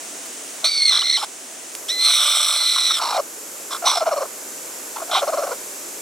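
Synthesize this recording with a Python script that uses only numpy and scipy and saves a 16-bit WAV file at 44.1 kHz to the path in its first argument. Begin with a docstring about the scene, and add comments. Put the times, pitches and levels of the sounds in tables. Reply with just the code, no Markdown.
"""A broody hen warns an intruder off her plywood nest box, over the hiss and low murmur of coop air.
0.6 s and 1.9 s: two long squeals, a high wobbling syrinx tone that breaks into rasp.
From 3 s: short squawks amid fast rattles of her low voice, whose pitch sags in every throb.
4 s and 5.2 s: two slow, throbbing growls that sink and fade into clucks.
The box adds close echoes throughout."""
import sys
import numpy as np
from scipy import signal
from scipy.fft import rfft, irfft
from scipy.io import wavfile
from scipy.ndimage import uniform_filter1d

SR = 44100
rng = np.random.default_rng(int(sys.argv[2]) if len(sys.argv) > 2 else 0)


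def transcribe(u):
    """Save the signal u as a 16-bit wav file named by the first command-line argument.

    u: samples, shape (n,) or (channels, n), limited to [-1, 1]; the rate is SR.
    q: integer samples, one column per channel.
    """
    v = np.clip(np.atleast_2d(u).T, -1, 1)
    q = np.round(v * 32767).astype(np.int16)
    wavfile.write(sys.argv[1], SR, q)


N = 265041
T = np.arange(N) / SR
BIN_HZ = np.fft.rfftfreq(N, 1 / SR)


def squeal(throb_power, throb_hz):
    """High voice: a wobbling syrinx tone, second harmonic on the throat resonance, breaking into rasp."""
    # throat response: (frequency [Hz], gain [dB])
    throat = [(1000, -24), (1700, -4.5), (2250, -9.5), (2700, 4), (3400, 5), (4400, 5.5), (4850, -7),
              (5700, -2.5), (6800, -52), (8400, -10.5), (11000, -41)]
    # bright edge of the rasp: (frequency [Hz], gain [dB])
    edge_spectrum = [(4000, -68), (6800, -45), (7780, -0.5), (8140, 1.5), (8990, -4.5), (9850, -2),
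                     (10700, -26), (11200, -16), (13300, -46), (14000, -22), (15800, -20)]
    gate, level_db, pitch_hz, rasp, progress, final_wobble, upper_db, edge_db = cries()
    effort_db = level_db + 20.5  # re an ordinary cry
    wobble = final_wobble * (.15 + .85 * progress)  # the voice loosens
    throat_hz = 3835 + .9 * (pitch_hz - 1970)
    beak_hz = 5792 + 26 * effort_db - 255.4 * progress
    flutter = np.sin(turn(56 * (1 + .28 * waver(40.02))))  # membranes flap near 56 Hz
    # throbs drag a loose squeal down
    drag = throb_power / (throb_power + undb(-32) ** 2) * np.clip(wobble / .047, 0, 1) ** 2
    pitch_hz = pitch_hz + drag * (np.maximum(throb_hz, 1200) - pitch_hz)
    bend = wobble * (flutter + .4015 * waver(145.6)) + .0493 * rasp * waver(677)
    phase = turn(pitch_hz * (1 + bend))
    buzz = undb(-22 * rasp) * np.sin(phase) + sum(np.sin(k * phase) for k in range(2, 6))
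    tone = colour(buzz, throat)
    tone = tone / np.sqrt(uniform_filter1d(tone ** 2, size=1300))
    puffs = noise() * (1 + .85 * np.cos(phase))  # one a cycle, ringing the throat
    hoarse = (moving_band(throat_hz, 960) + undb(-12) * resonate(puffs, 2507, 700)
              + undb(-18) * resonate(puffs, 3046, 540))
    upper = moving_band(beak_hz, 690) + undb(-4) * resonate(puffs, 5040, 1400)
    edge = (undb(-4) * moving_band(1.41 * beak_hz, 810) + undb(-2) * unit(colour(puffs, edge_spectrum))
            + undb(-9.5) * resonate(puffs, 11340, 7200))
    treble = undb(upper_db - 10) * rasp ** .5 * upper + undb(edge_db - 9.5) * rasp ** .82 * edge
    treble *= undb(-.45 * effort_db)  # swells less than the main resonance
    push = throb_power + undb(-31) ** 2
    spurts = unit(undb(waver(240))) * (push / uniform_filter1d(push, size=1100)) ** .2
    shake_db = (1.4 * flutter + 2.5 * waver(71)) * np.clip(wobble / .036, 0, 1)
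    voice = np.sqrt(1 - rasp) * tone + spurts * (np.sqrt(rasp) * hoarse + treble)
    return gate * (undb(level_db + shake_db) * voice + drone(effort_db, rasp))


def cries(squawk_rise_db=13.5, squawk_rasp=.842, squawk_wobble=.035):
    """Per-sample controls of the high voice, over all squeals and squawks."""
    # one curve a squeal: (time [s], level [dB], pitch [Hz], rasp [0-1])
    squeals = [
        [(0.643, -13, 2130, 0.6), (0.7, -21.5, 2285, 0.16), (0.855, -16.5, 2153, 0.06),
         (0.945, -16.5, 1960, 0.34), (1.055, -22, 2018, 0.15), (1.158, -16, 2045, 0.07), (1.2, -31, 1825, 0.62),
         (1.25, -32, 1785, 0.82)],
        [(1.884, -26.5, 1598, .35), (1.903, -19, 1900, 0.13), (1.925, -24, 2029, 0.14),
         (1.97, -25.5, 2020, .04), (2.06, -15, 2073, 0.51), (2.25, -19, 1750, 0.77), (2.5, -21.5, 1850, 0.85),
         (2.6, -20, 2041, 0.47), (2.92, -19, 1969, .33), (2.965, -21.5, 1730, 0.28), (2.995, -29, 1650, 0.91)],
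    ]
    # timbre of each squeal: (final wobble [fraction of pitch], upper resonance [dB], bright edge [dB])
    timbres = [(.066, 1.5, 0), (.024, -0.5, 2)]
    # raspy squawks: (start [s], peak [s], end [s], peak level [dB], fade [dB], pitch [Hz],
    # upper resonance [dB], bright edge [dB])
    squawks = [(2.996, 3.016, 3.18, -28, -4.5, 2310, -1.5, -5.5),
               (3.705, 3.725, 3.77, -31, -6, 1800, -0.5, -2.5),
               (3.852, 3.873, 4.009, -15, -21, 1977, 4.5, -1.5),
               (5.11, 5.16, 5.212, -17, -14.5, 1697, -5.5, -10)]
    curves = list(zip(squeals, timbres))
    for start_s, peak_s, end_s, db, fade_db, hz, upper_db, edge_db in squawks:
        envelope = [(start_s, db - squawk_rise_db), (peak_s, db), (end_s, db + fade_db)]
        curve = [(s, level_db, hz, squawk_rasp) for s, level_db in envelope]
        curves.append((curve, (squawk_wobble, upper_db, edge_db)))
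    gate, rows = np.zeros(N), []
    for curve, timbre in curves:
        start_s, end_s = curve[0][0], curve[-1][0]
        gate += uniform_filter1d(1. * ((T > start_s) & (T < end_s)), size=200)
        for row in curve:
            progress = (row[0] - start_s) / (end_s - start_s)
            rows.append((*row, progress, *timbre))
    times_s, *columns = np.transpose(sorted(rows))
    return gate, *(np.interp(T, times_s, column) for column in columns)


def drone(effort_db, rasp, pitch_hz=1185):
    """The low voice joins a hoarse cry: a rough note with a weak half-pitch line, steadier with rasp."""
    phase = turn(pitch_hz * (1 + .09 * (1.1 - rasp) * waver(270)))
    tone = unit(np.sin(phase) + undb(-12) * np.sin(phase / 2))
    hoarse = resonate(noise(), 1315, 400) + undb(-9) * resonate(noise(), 802, 530)
    gain = rasp ** 1.02 * undb(-29.5 + .42 * effort_db + 3.2 * waver(65))
    return gain * (undb(-1.1) * rasp * tone + undb(-2) * hoarse)


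def growl(power, pitch_hz):
    """Low voice: five harmonics of an unsteady pitch, with a puff of air in each cycle."""
    # throat response: (frequency [Hz], gain [dB])
    throat = [(300, -21), (500, 4), (650, 12), (850, -6.5), (1200, 10.5), (1500, 4.5), (1750, -55),
              (2050, -11.5), (2700, -4), (4200, -14), (6500, -26)]
    pitch_hz = pitch_hz * (1 + .055 * waver(113.3) + .0503 * waver(324.7))
    phase = turn(pitch_hz)
    order = np.arange(1, 6)[:, None]
    weight = gain_at(order * pitch_hz, throat) * undb(-6 * np.log2(order))
    tone = unit((weight * np.sin(order * phase)).sum(axis=0) / np.sqrt((weight ** 2).sum(axis=0)))
    roughness = unit(undb(1.06 * waver(196)))
    puffs = noise() * (1 + .9 * np.cos(phase))
    # tight, high throbs are hoarser
    hoarse = undb(-6) * (pitch_hz / 800) ** 1.3 * moving_band(680 + .45 * pitch_hz, 726)
    fizz = (undb(-19.5) * resonate(puffs, 5360, 1100) + undb(-20) * resonate(puffs, 4380, 600)
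            + undb(-25.5) * resonate(puffs, 2750, 920))
    return np.sqrt(power) * undb(-1) * roughness * (tone + hoarse + fizz)


def throbbing(taut_hz=1480, swoop=.19, snap=.08):
    """Low-voice power and pitch: each throb swings the membranes wider; pitch sags and springs back."""
    # fast runs of throbs: (first beat [s], last beat [s], first level [dB], last level [dB],
    # first pitch [Hz], last pitch [Hz])
    rattles = [(0.926, 0.984, -31, -30, 1375, 1342), (2.764, 2.784, -29, -25.5, 1139, 1120),
               (2.968, 3.002, -31, -27.5, 1321, 1150), (3.02, 3.129, -21.5, -22.5, 933.5, 896),
               (3.148, 3.198, -22, -16.5, 804, 572), (3.712, 3.769, -28, -32, 1091, 1247),
               (3.828, 3.862, -27.5, -21, 700, 698), (3.899, 3.977, -24, -22, 980, 718.5),
               (4.985, 5.004, -28.5, -32, 850.6, 1146), (5.082, 5.136, -36.5, -22, 638, 679.4)]
    # slow, deep runs: columns as in rattles
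    growls = [(4.022, 4.222, -17.5, -21.5, 668, 553), (5.231, 5.435, -18.5, -20, 612, 570.8)]
    # single throbs: (time [s], level [dB], half length [s], pitch [Hz])
    clucks = [(0.645, -31.5, .011, 622.6), (1.023, -28.5, 0.0062, 1138), (1.181, -30.5, 0.0094, 920.3),
              (1.234, -22.5, 0.0085, 858.8), (2.91, -27.5, 0.0098, 1305), (3.877, -17.5, 0.011, 947),
              (4.257, -30, 0.0053, 503), (4.966, -25, 0.0055, 838), (5.025, -27, 0.0082, 687),
              (5.154, -18.5, 0.00691, 1103), (5.176, -19.5, .015, 762.6), (5.474, -25.5, 0.0083, 635),
              (5.494, -28, 0.0062, 517), (5.522, -21, 0.013, 503)]
    throbs = [*beats(rattles, rate_hz=54, base_half_s=.0063),
              *beats(growls, rate_hz=19.7, base_half_s=.0112, hurry=.11, lengthen=.35), *clucks]
    power, pull, weighted_hz = np.zeros((3, N))
    for s, db, half_s, hz in throbs:
        span = slice(int((s - 3 * half_s) * SR), int((s + 3 * half_s) * SR))
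        age = (T[span] - s) / half_s
        skewed = np.abs(age) * (1 - snap * np.sign(age))  # rise faster than fall
        bump = undb(db) ** 2 * np.exp(-1.75 * skewed ** 2.6)
        sag_hz = np.minimum(hz * (1 + swoop * ((age - .22) ** 2 - .2)), taut_hz)
        power[span] += bump
        pull[span] += bump ** 2
        weighted_hz[span] += bump ** 2 * sag_hz
    rest_pull = undb(-43) ** 4
    return power, (weighted_hz + rest_pull * taut_hz) / (pull + rest_pull)


def beats(runs, rate_hz, base_half_s, hurry=0, lengthen=0):
    """Throbs along sliding runs: (time [s], level [dB], half length [s], pitch [Hz])."""
    for first_s, last_s, first_db, last_db, first_hz, last_hz in runs:
        for progress in np.linspace(0, 1, round((last_s - first_s) * rate_hz) + 1):
            scatter_db, detune = rng.standard_normal(2)
            db = first_db + (last_db - first_db) * progress + scatter_db
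            hz = (first_hz + (last_hz - first_hz) * progress) * (1 + .0245 * detune)
            half_s = base_half_s * (1 + lengthen * progress) * 2 ** ((db + 25) / 24)  # louder: longer
            hurried = progress + hurry * progress * (1 - progress)  # slow start, fast end
            yield first_s + (last_s - first_s) * hurried, db, half_s, hz


def hen():
    """Both voices through the windpipe; so small a throat radiates no bass."""
    # windpipe resonances and valleys: (frequency [Hz], gain [dB])
    windpipe = [(1550, -1.5), (1780, -8), (2100, 5), (2500, -4.5), (2650, -8), (2740, -6.5), (2880, -1),
                (3130, -3), (3450, -1.5), (4400, -1), (4720, -6), (5050, 1)]
    power, pitch_hz = throbbing()
    voices = squeal(power, pitch_hz) + growl(power, pitch_hz)
    return colour(butter(voices, 4, 380, "high"), windpipe)


def litter_ticks():
    """Dry, quickly fading scuffs in the litter."""
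    # scuffs: (time [s], level [dB], decay [s])
    ticks = [(0.258, -39, 0.016), (1.751, -23.5, 0.0022), (4.627, -51, .015)]
    grit = resonate(noise(), 3200, 15000)
    envelope = sum(undb(db) * (T >= s) * np.exp(-np.abs(T - s) / decay_s) for s, db, decay_s in ticks)
    return butter(grit * envelope, 3, 450, "high")


def nest_box(x, tail_db=-21, t60_s=.21):
    """Close plywood echoes and a short tail; the right channel is slightly later and brighter."""
    # wall echoes: (delay [s], level [dB])
    walls = [(.0017, -21), (.0029, -15.5), (.0046, -43), (.0073, -17)]
    # lag of the right channel: (frequency [Hz], phase [rad])
    right_lag = [(100, 0.67), (700, 0.3), (2400, 0.61), (3500, 0.53), (6600, 0.58), (7700, 1.05),
                 (10500, 1.44), (14000, 1.9)]
    echoes = sum(undb(db) * phase_lag(x, 2 * np.pi * BIN_HZ * s) for s, db in walls)
    near = (x + echoes) * undb(1.71)
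    lagged = phase_lag(near, np.interp(BIN_HZ, *np.transpose(right_lag)))
    left = colour(near, [(700, .98), (2400, -.058), (4400, -1.55), (8000, -.13)])
    right = colour(lagged, [(700, .2), (2400, .42), (4400, .24), (8000, 3.5)])
    age_s = T[:SR // 3]
    tails = rng.standard_normal((2, len(age_s))) * undb(-60 * age_s / t60_s) * (age_s > .005)
    tails /= np.sqrt((tails ** 2).sum(axis=1, keepdims=True))
    return np.array([left, right]) + undb(tail_db) * signal.fftconvolve(x[None], tails, axes=1)[:, :N]


def coop_air():
    """Background air: changes colour just before the second squeal, dips during the loudest cries."""
    # air before the change: (frequency [Hz], gain [dB])
    early_spectrum = [(18, -50), (30, -38), (86, -25), (108, -29.5), (271, -0.5), (435, -2.5), (596, -4),
                      (662, 0), (838, -7), (2520, -8), (4490, -10), (6650, -2), (9350, -4), (11500, -16),
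                      (15800, -20)]
    # air after it: (frequency [Hz], gain [dB])
    late_spectrum = [(18, -50), (30, -39), (90, -31), (145, -20), (335, -2), (612, -3), (735, -8.5),
                     (1530, -9.5), (1700, -11.5), (2590, -12), (3030, -14.5), (4150, -14.5), (7200, -4),
                     (9350, -9.5), (12800, -12), (15800, -24)]
    # level dips: (start [s], depth [dB], fall [s], recovery [s])
    dips = [(0.62, -5, 0.063, 1.1), (1.98, -14.5, 0.36, 0.45), (3.84, -5, 0.081, .25)]
    late = np.clip((T - 1.72) / .046, 0, 1)
    air = np.sqrt(1 - late) * hiss(early_spectrum, -34.47) + np.sqrt(late) * hiss(late_spectrum, -33.97)
    dip_db = sum(db * np.clip((T - s) / fall_s, 0, 1) * np.exp(-np.maximum(T - s - fall_s, 0) / rise_s)
                 for s, db, fall_s, rise_s in dips)
    return undb(dip_db) * air


def hiss(spectrum, mid_db):
    """Hiss over a wavering murmur; the bass is near centre, the treble wide and leaning right."""
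    # stereo width: (frequency [Hz], side gain [dB])
    width = [(60, -4), (130, -13), (300, -18), (700, -4.5), (1400, -4), (3000, -4), (4500, -9.5),
             (8000, -4), (13000, 3)]
    mid = unit(colour(noise(), spectrum))
    side = colour(unit(colour(noise(), spectrum)), width)
    murmur = butter(mid, 2, 700)
    mid = mid + .027 * waver(25) * murmur
    side = side + .085 * murmur - .057 * (mid - murmur)
    return undb(mid_db) * np.array([mid + side, mid - side])


def undb(db):
    """Decibels to gain."""
    return 10 ** (np.asarray(db) / 20)


def unit(x):
    """Scale to rms 1."""
    return x / np.sqrt(np.mean(x ** 2))


def noise():
    """White noise."""
    return rng.standard_normal(N)


def waver(rate_hz):
    """Smooth random drift; rms 1."""
    return unit(butter(noise(), 2, rate_hz))


def turn(hz):
    """Oscillator phase [rad]."""
    return 2 * np.pi * np.cumsum(hz) / SR


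def butter(x, order, hz, kind="low"):
    """Maximally flat low- or high-pass."""
    return signal.sosfilt(signal.butter(order, hz, kind, fs=SR, output="sos"), x)


def gain_at(hz, outline):
    """Gain of a (frequency [Hz], gain [dB]) outline."""
    points_hz, db = np.transpose(outline)
    return undb(np.interp(np.log(hz + 1), np.log(points_hz), db))


def colour(x, outline):
    """Filter by a (frequency [Hz], gain [dB]) outline."""
    return irfft(rfft(x) * gain_at(BIN_HZ, outline), N)


def phase_lag(x, lag_rad):
    """Delay each frequency bin by a phase."""
    return irfft(rfft(x) * np.exp(-1j * lag_rad), N)


def resonate(x, hz, width_hz):
    """A resonance applied twice, for steep skirts; rms 1."""
    b, a = signal.iirpeak(hz, hz / width_hz, fs=SR)
    return unit(signal.lfilter(b, a, signal.lfilter(b, a, x)))


def moving_band(hz, width_hz):
    """Noise band with a moving centre; rms 1."""
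    baseband = butter(noise() + 1j * noise(), 3, width_hz / 2)
    return unit(np.real(baseband * np.exp(1j * turn(hz))))


def scene():
    """Hen and litter in the box, over the coop air."""
    return coop_air() + nest_box(hen() + litter_ticks())


def record(dry, top_hz=15850):
    """The microphone cuts the top steeply."""
    return signal.sosfilt(signal.ellip(10, .2, 80, top_hz, fs=SR, output="sos"), dry)


dry = scene()
out = record(dry)
transcribe(out)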